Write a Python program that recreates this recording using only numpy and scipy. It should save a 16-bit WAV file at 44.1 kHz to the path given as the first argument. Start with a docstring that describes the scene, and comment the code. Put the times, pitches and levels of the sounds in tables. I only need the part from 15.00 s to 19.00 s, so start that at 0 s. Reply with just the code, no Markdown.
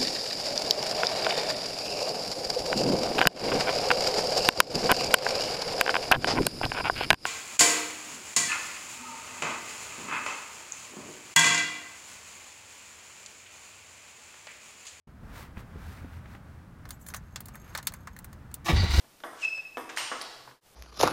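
"""Inside an old car, heard from the driver's seat. Over a low outdoor rumble, sleeves rub and rustle
as the driver reaches for the ignition. Keys touch and jingle, and one clicks and scrapes into the lock.
Then the starter's small gear slams into the engine's big one, their teeth grind and ring the metal
housing, and the first strokes of the engine boom through the cabin."""
import sys
import numpy as np
from scipy import signal
from scipy.fft import rfft, irfft
from scipy.io import wavfile
from scipy.ndimage import uniform_filter1d

SR = 44100
rng = np.random.default_rng(int(sys.argv[2]) if len(sys.argv) > 2 else 0)


def generate_wav(sig):
    """Save sig (samples, or channels by samples) to the path in sys.argv[1] as 16-bit PCM at SR."""
    pcm = np.round(np.clip(np.atleast_2d(sig).T, -1, 1) * 32767).astype(np.int16)
    wavfile.write(sys.argv[1], SR, pcm)


N = 176400  # 4 s
CONTACT_S = .0006  # how fast the sound of a touch rises
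KEY_RING_S = .055  # time for a ringing key to fade by 60 dB
KEY_WIDTH_HZ = np.log(1000) / np.pi / KEY_RING_S  # the same ring as a resonance width

# tone of a bright metal tick (f/Hz, level/dB)
TICK_TONE = [(7000,-6),(9300,-5.5),(12500,-7),(15500,-1)]
# pitches at which the key rings in the lock (f/Hz, level/dB)
LOCK_RINGS = [(1760,-8),(2105,-5),(3558,-6.5),(4290,-3.5),(4716,-10),(6600,-2),(9205,-8),(10500,-9.5)]
# pitches at which the hanging keys ring (f/Hz, level/dB)
KEY_RINGS = [(6500,8),(7500,4),(9130,-5),(11450,6.5),(13450,0)]
# tone of the gears' high sizzle (f/Hz, level/dB)
SIZZLE_TONE = [(4000,-9),(6000,-3),(8500,-11),(15500,-14)]
# resonances of the bulkhead, the wall between engine and cabin (f/Hz, width/Hz, level/dB)
BULKHEAD_RINGS = [(125,20,0),(168,59,5),(329.4,13.6,1.5)]


def undb(db):
    """Turn decibels into a gain."""
    return 10 ** (np.asarray(db) / 20)


def unit(x):
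    """Scale x to an average strength (rms) of 1."""
    return x / np.sqrt(np.mean(x ** 2) + 1e-20)


def clock():
    """Time of every sample in seconds."""
    return np.arange(N) / SR


def curve(rows, column=1):
    """Gain over time along rows of (t/s, level/dB, ...)."""
    rows = np.array(rows)
    return undb(np.interp(clock(), rows[:, 0], rows[:, column]))


def white():
    """Plain noise."""
    return rng.standard_normal(N)


def colour(x, tone):
    """Filter x by a tone of (f/Hz, level/dB) points, falling away outside them; rms 1."""
    hz, db = np.array(tone, float).T
    octave = np.log2(np.maximum(np.arange(N // 2 + 1) * SR / N, 1))
    outside = np.maximum(np.log2(hz[0]) - octave, 0) + np.maximum(octave - np.log2(hz[-1]), 0)
    gain = undb(np.interp(octave, np.log2(hz), db) - 20 * outside)
    return unit(irfft(rfft(x) * gain, N))


def resonate(x, peaks):
    """Let x ring resonances of (f/Hz, width/Hz, level/dB); rms 1."""
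    f = np.maximum(np.arange(N // 2 + 1) * SR / N, 1)
    response = sum(undb(db) / (1 + 1j * (f * f - hz * hz) / (f * width)) for hz, width, db in peaks)
    return unit(irfft(rfft(x) * response, N))


def wander(per_s):
    """A smooth random wobble that heads for a new value per_s times a second; rms 1."""
    hold = int(SR / per_s)
    steps = np.repeat(rng.standard_normal(N // hold + 1), hold)
    return unit(uniform_filter1d(uniform_filter1d(steps, hold), hold)[:N])


def blow(start, attack_s, decay_s):
    """A loudness shape that rises quickly and dies away, lasting half a second at most."""
    out, i = np.zeros(N), int(start * SR)
    age = np.arange(len(out[i:i + SR // 2])) / SR
    out[i:i + len(age)] = (1 - np.exp(-age / attack_s)) * np.exp(-age / decay_s)
    return out


def swell(middle, half):
    """A bell-shaped rise and fall in loudness."""
    return np.exp(-((clock() - middle) / half) ** 2) + 1e-18


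def background(hum_hz=83.8):
    """Low outdoor rumble comes through the car's body, with a wavering hum."""
    # tone of the rumble (f/Hz, level/dB)
    rumble_tone = [(25,-8.5),(70,1.5),(200,-7),(400,-22),(1500,-23.5),(2200,-32),(3200,-39),(6000,-44.5),(16000,-49.5)]
    # loudness of the rumble (t/s, level/dB)
    rumble_levels = [(.066,-106),(.074,-47),(1.3,-47.5),(3.6,-48.5)]
    # loudness of the hum (t/s, level/dB)
    hum_levels = [(.55,-87),(.78,-51.5),(1.33,-43),(1.5,-60)]
    hum = resonate(white(), [(hum_hz, 4, 0)])
    hum = colour(hum, [(hum_hz / 2, -10), (hum_hz, 0), (hum_hz * 2, -10)])
    rumble = colour(white(), rumble_tone) * curve(rumble_levels) * undb(1.2 * wander(9.13))
    return rumble + hum * curve(hum_levels)


def driver(hiss_db=-6.5, grain_db=1.2):
    """Sleeves slide, hissing more the faster they go, and catch in scuffs; hand and seat bump."""
    # sleeve strokes (middle t/s, level/dB, half length/s)
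    rustles = [(0.392,-48,0.079),(0.595,-52,0.033),(0.861,-54,0.12),(0.995,-58.5,0.095),(1.15,-56.5,0.071),(1.329,-55.5,0.065),(2.706,-55.5,0.094)]
    # tone of rubbing cloth (f/Hz, level/dB)
    rub_tone = [(200,3),(500,-3.5),(1500,0),(2300,-5),(5000,-23.5)]
    # tone of its hiss (f/Hz, level/dB)
    hiss_tone = [(2000,-23),(3500,4.5),(10000,-2),(15500,-1.5)]
    # the cloth catches (t/s, level/dB)
    catches = [(0.57,-46),(1.257,-49.5),(1.348,-45)]
    # soft bumps (t/s, level/dB, f/Hz)
    soft_bumps = [(0.233,-35,192),(0.573,-28,70),(0.757,-30,143),(1.045,-31.5,270)]
    slide = sum(undb(db) * swell(s, half) for s, db, half in rustles)
    rub = colour(white(), rub_tone)
    hiss = undb(hiss_db) * np.sqrt(slide / slide.max()) * colour(white(), hiss_tone)
    scuffs = rub * sum(undb(db) * blow(s, CONTACT_S, decay_s=.0062) for s, db in catches)
    out = (slide * (rub + hiss) + scuffs) * undb(grain_db * wander(400))
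    for s, db, hz in soft_bumps:
        note = np.sin(2 * np.pi * hz * (clock() - s))
        low_rub = undb(-10.5) * colour(rub, [(hz, 0), (3 * hz, 0)])
        out += undb(db) * blow(s, CONTACT_S, decay_s=.006) * (note + low_rub)
    return out


def clink(tone, decay_s, count=30):
    """Struck metal rings briefly at many pitches, different ones for every spot that is hit."""
    hz, db = np.array(tone, float).T
    place, phase, size = rng.random((3, count, 1))
    f = hz[0] + (hz[-1] - hz[0]) * (np.arange(count)[:, None] + place) / count
    gain = undb(np.interp(f, hz, db)) * size ** 2
    age = np.arange(SR // 10) / SR
    rings = gain * np.exp(-age / decay_s) * np.sin(2 * np.pi * (f * age + phase))
    return rings.sum(0) / np.sqrt(np.sum(gain ** 2) / 2) * (1 - np.exp(-age / CONTACT_S))


def lock_ring(tone, decay_s=.0047):
    """Key and lock ring at their own pitches within a tone's range, a little differently each time."""
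    hz, db = np.array(LOCK_RINGS, float).T[:, :, None]
    size, phase = rng.random((2, len(hz), 1))
    tone_db = np.interp(hz, *np.array(tone).T, left=-np.inf, right=-np.inf)
    gain = undb(db + tone_db) * (.5 + size)
    age = np.arange(SR // 10) / SR
    rings = gain * np.sin(2 * np.pi * (hz * age + phase))
    return rings.sum(0) * np.exp(-age / decay_s) * (1 - np.exp(-age / CONTACT_S))


def lock_clicks(echo_db=-10, echo_stretch=3.35):
    """Metal meets metal: the key snaps and ticks, the lock knocks and rings, the cabin echoes briefly."""
    # clicks, before each part's gain (t/s, snap level/dB, knock level/dB, tick level/dB)
    clicks = [(1.8538, -39.5, -45.5, -55), (1.8897, -40, -52, -39.5), (1.906, -26.5, -45, -31.5),
              (2.0645, -38.5, -49, -39), (2.086, -35, -45.5, -31), (2.1018, -36, -48, -60),
              (2.1381, -29.5, -35, -37), (2.1446, -24, -38, -32), (2.1641, -39, -46, -36),
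              (2.3592, -20, -36, -37.5), (2.4046, -34, -48.5, -32.5), (2.457, -40, -73, -36),
              (2.4839, -36, -44, -40.5), (2.5452, -63, -43, -53), (2.5545, -41.5, -47.5, -39),
              (2.7501, -21.5, -29.5, -34), (2.7571, -34, -39.5, -57), (2.775, -23, -42, -29),
              (2.7844, -30, -39, -56), (2.8278, -36, -52.5, -41), (2.8703, -11.5, -35.5, -16.5),
              (2.9208, -43, -46, -47), (2.9379, -33.5, -42, -33.5), (3.0723, -31.5, -35, -44),
              (3.1645, -39.5, -46.5, -44), (3.1887, -40.5, -47.5, -36.5), (3.244, -37.5, -48.5, -35),
              (3.3292, -39, -50, -46), (3.514, -44, -55, -55), (3.541, -29, -55, -25.5)]
    # tone of the key's snap (f/Hz, level/dB)
    snap_tone = [(1500,-13),(2400,-9),(4200,-4.5),(8000,-9.5),(11000,-26)]
    # tone of the lock's knock (f/Hz, level/dB)
    knock_tone = [(400,-11.5),(1050,4.5),(1850,2),(2400,-7.5),(3300,-19)]
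    parts = [(snap_tone, -10, .0032), (knock_tone, 1.5, .0048), (TICK_TONE, 0, .002)]
    out = np.zeros(N)
    for k, (tone, gain_db, decay_s) in enumerate(parts):
        echo = undb(echo_db) * colour(white(), tone)
        for s, *levels in clicks:
            hit = clink(tone, decay_s) + lock_ring(tone)
            i, age = int(s * SR), np.arange(len(hit)) / SR
            span = slice(i, i + len(hit))
            echo_fade = (1 - np.exp(-age / .00061)) * np.exp(-age / (echo_stretch * decay_s))
            out[span] += undb(gain_db + levels[k]) * (hit + echo[span] * echo_fade)
    return out


def metal_ring(x, decay_s=.0032, ring_db=.5):
    """Add to x the short ring of metal, made of many close pitches; rms 1."""
    age = np.arange(SR // 20) / SR
    response = rng.standard_normal(len(age)) * np.exp(-age / decay_s)
    ring = unit(signal.fftconvolve(x, response)[:N])
    return unit(unit(x) + undb(ring_db) * ring)


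def key_jingle(count=5, pitch_spread=.07, touches_per_s=81):
    """Showers of tiny touches ring the hanging keys, each key on its own and at its own pitches."""
    # the bunch swings and the keys touch (middle t/s, level/dB, half length/s)
    swings = [(1.92,-62,0.03),(2.022,-60,0.021),(2.089,-51,0.021),(2.165,-46,0.0068)]
    shake = sum(undb(db) * swell(s, half) for s, db, half in swings)
    rings, all_touches = 0, 0
    for hz, db in KEY_RINGS:
        for detune in np.linspace(1 - pitch_spread, 1 + pitch_spread, count):
            touches = (rng.random(N) < touches_per_s / SR) * white() * shake
            rings += undb(db) * resonate(touches, [(hz * detune, KEY_WIDTH_HZ, 0)])
            all_touches += touches
    ticks = undb(-3) * colour(metal_ring(all_touches), TICK_TONE)
    return np.sqrt(np.mean(shake ** 2)) * (unit(rings) + ticks)


def key_fumble(catches_per_s=120, level_db=-74):
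    """The key scrapes over the lock's pins in tiny catches that ring the lock and the other keys."""
    catches = (rng.random(N) < catches_per_s / SR) * white() * swell(middle=2.72, half=.45)
    peaks = [(hz, KEY_WIDTH_HZ, db) for hz, db in LOCK_RINGS + KEY_RINGS]
    return undb(level_db) * resonate(catches, peaks)


def housing_clang(x, sharpness=36):
    """Shaken by x, the cast metal of the starter and gear housing rings at a few strong pitches."""
    # resonances of the housing (f/Hz, level/dB)
    housing_rings = [(345,0.5),(711,-2.5),(1140,-1.5),(1930,-4.5),(2260,-5.5)]
    return resonate(x, [(hz, hz / sharpness, db) for hz, db in housing_rings])


def starter_slam(attack_s=.013, thud_lag_s=.0094):
    """An electromagnet throws the gears together: a rattling crash, a clang, then a bulkhead thud."""
    # three blows, from the magnet, the small gear and taking up the load; levels are relative
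    # (t/s, crash level/dB, thud level/dB, sizzle level/dB, decay/s)
    impacts = [(3.644,-44,-61,-43,0.026),(3.658,-31,-43,-46,0.025),(3.682,-22,-22.5,-47,0.021)]
    # tone of the crash (f/Hz, level/dB)
    crash_tone = [(300,-29),(750,4),(2400,-2),(5500,-8),(9000,-35)]
    crash, thud, sizzle = np.zeros((3, N))
    for s, crash_db, thud_db, sizzle_db, decay_s in impacts:
        crash += undb(crash_db) * blow(s, attack_s, decay_s)
        thud += undb(thud_db) * blow(s + thud_lag_s, attack_s, decay_s)
        sizzle += undb(sizzle_db) * blow(s, attack_s, decay_s)
    rattle = undb(2 * wander(600))
    crash *= unit(colour(metal_ring(white()), crash_tone) + undb(-.5) * housing_clang(white()))
    sizzle *= colour(white(), SIZZLE_TONE)
    thud *= resonate(white(), BULKHEAD_RINGS)
    return 2 * (rattle * (crash + sizzle) + thud)


def starter_grind(start_s=3.72, tooth_hz=307.2, squeal_hz=4610):
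    """Gear teeth strike unevenly and ring the housing; the motor whines and the gear scrapes."""
    # loudness of the running gears (t/s, grind level/dB, sizzle level/dB)
    gear_levels = [(3.72,-49,-72),(3.764,-32.5,-80),(3.81,-34.5,-74),(3.875,-35.5,-67),(3.91,-32.5,-47),(3.94,-33,-47),(4.0,-31,-39.5)]
    # tone of the grinding (f/Hz, level/dB)
    grind_tone = [(240, -6), (380, -6.5), (517, -15), (727, -3.5), (1570, -5), (1890, -2), (3580, -4),
                  (4560, -4), (12000, -37.5)]
    # notes of the motor's whine (f/Hz, level/dB)
    whine_notes = [(930,-44),(4612,-50)]
    # the gear scrapes with a squeal (middle t/s, level/dB, half length/s)
    scrapes = [(3.805,-35.5,0.028)]
    teeth_passed = np.cumsum(tooth_hz * (1 + .04 * wander(150))) / SR
    strikes = np.exp(-(teeth_passed % 1) / .6)  # one fading pulse per tooth
    teeth = unit(strikes * white() * undb(1.5 * wander(120)))
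    grind = unit(colour(metal_ring(teeth), grind_tone) + undb(-9) * housing_clang(teeth))
    sizzle = colour(teeth, SIZZLE_TONE)
    gears = grind * curve(gear_levels) + sizzle * curve(gear_levels, column=2)
    whine = np.zeros(N)
    for hz, db in whine_notes:
        gain = undb(db + 3.8 * wander(24.25))
        pitch_hz = hz * (1 + .01 * wander(40))
        whine += gain * np.sin(2 * np.pi * np.cumsum(pitch_hz) / SR)
    whine *= blow(start_s, attack_s=.0092, decay_s=.8)
    squeal = resonate(colour(white(), [(squeal_hz, 0)]), [(squeal_hz, 160, 0)])
    squeal *= sum(undb(db) * swell(s, half) for s, db, half in scrapes)
    return gears * (clock() > start_s) + whine + squeal


def engine(attack_s=.004, rock_hz=40, rock_db=-15):
    """Each engine stroke booms in the cabin, rocks the car's body and knocks on the bulkhead."""
    # first strokes; levels are relative (t/s, boom level/dB, boom f/Hz, knock level/dB)
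    strokes = [(3.728,-18.5,70.4,-31.5),(3.754,-22.5,84.6,-48),(3.7726,-19.5,85,-44),(3.7955,-22,92.8,-37),(3.828,-23,81.7,-33),(3.894,-22.5,76.5,-51),(3.935,-21,68.7,-39.5),(3.977,-14.5,70.4,-30)]
    booms, knocks = np.zeros((2, N))
    for s, db, hz, knock_db in strokes:
        age = clock() - s
        boom = blow(s, attack_s, decay_s=.036) * np.sin(2 * np.pi * hz * age)
        rock = undb(rock_db) * blow(s, attack_s, decay_s=.039) * np.sin(2 * np.pi * rock_hz * age)
        booms += undb(db) * (rock - boom)
        knocks += undb(knock_db) * blow(s, attack_s, decay_s=.024)
    return 2 * (booms + knocks * resonate(white(), BULKHEAD_RINGS))


def scene():
    """Everything as heard from the driver's seat, in one channel."""
    getting_ready = background() + driver() + lock_clicks() + key_jingle() + key_fumble()
    return (getting_ready + starter_slam() + starter_grind() + engine())[None]


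def record(dry, top_hz=16000):
    """Cut away the highest treble."""
    return signal.sosfilt(signal.ellip(10, .2, 80, top_hz, fs=SR, output="sos"), dry)


dry = scene()
out = record(dry)
generate_wav(out)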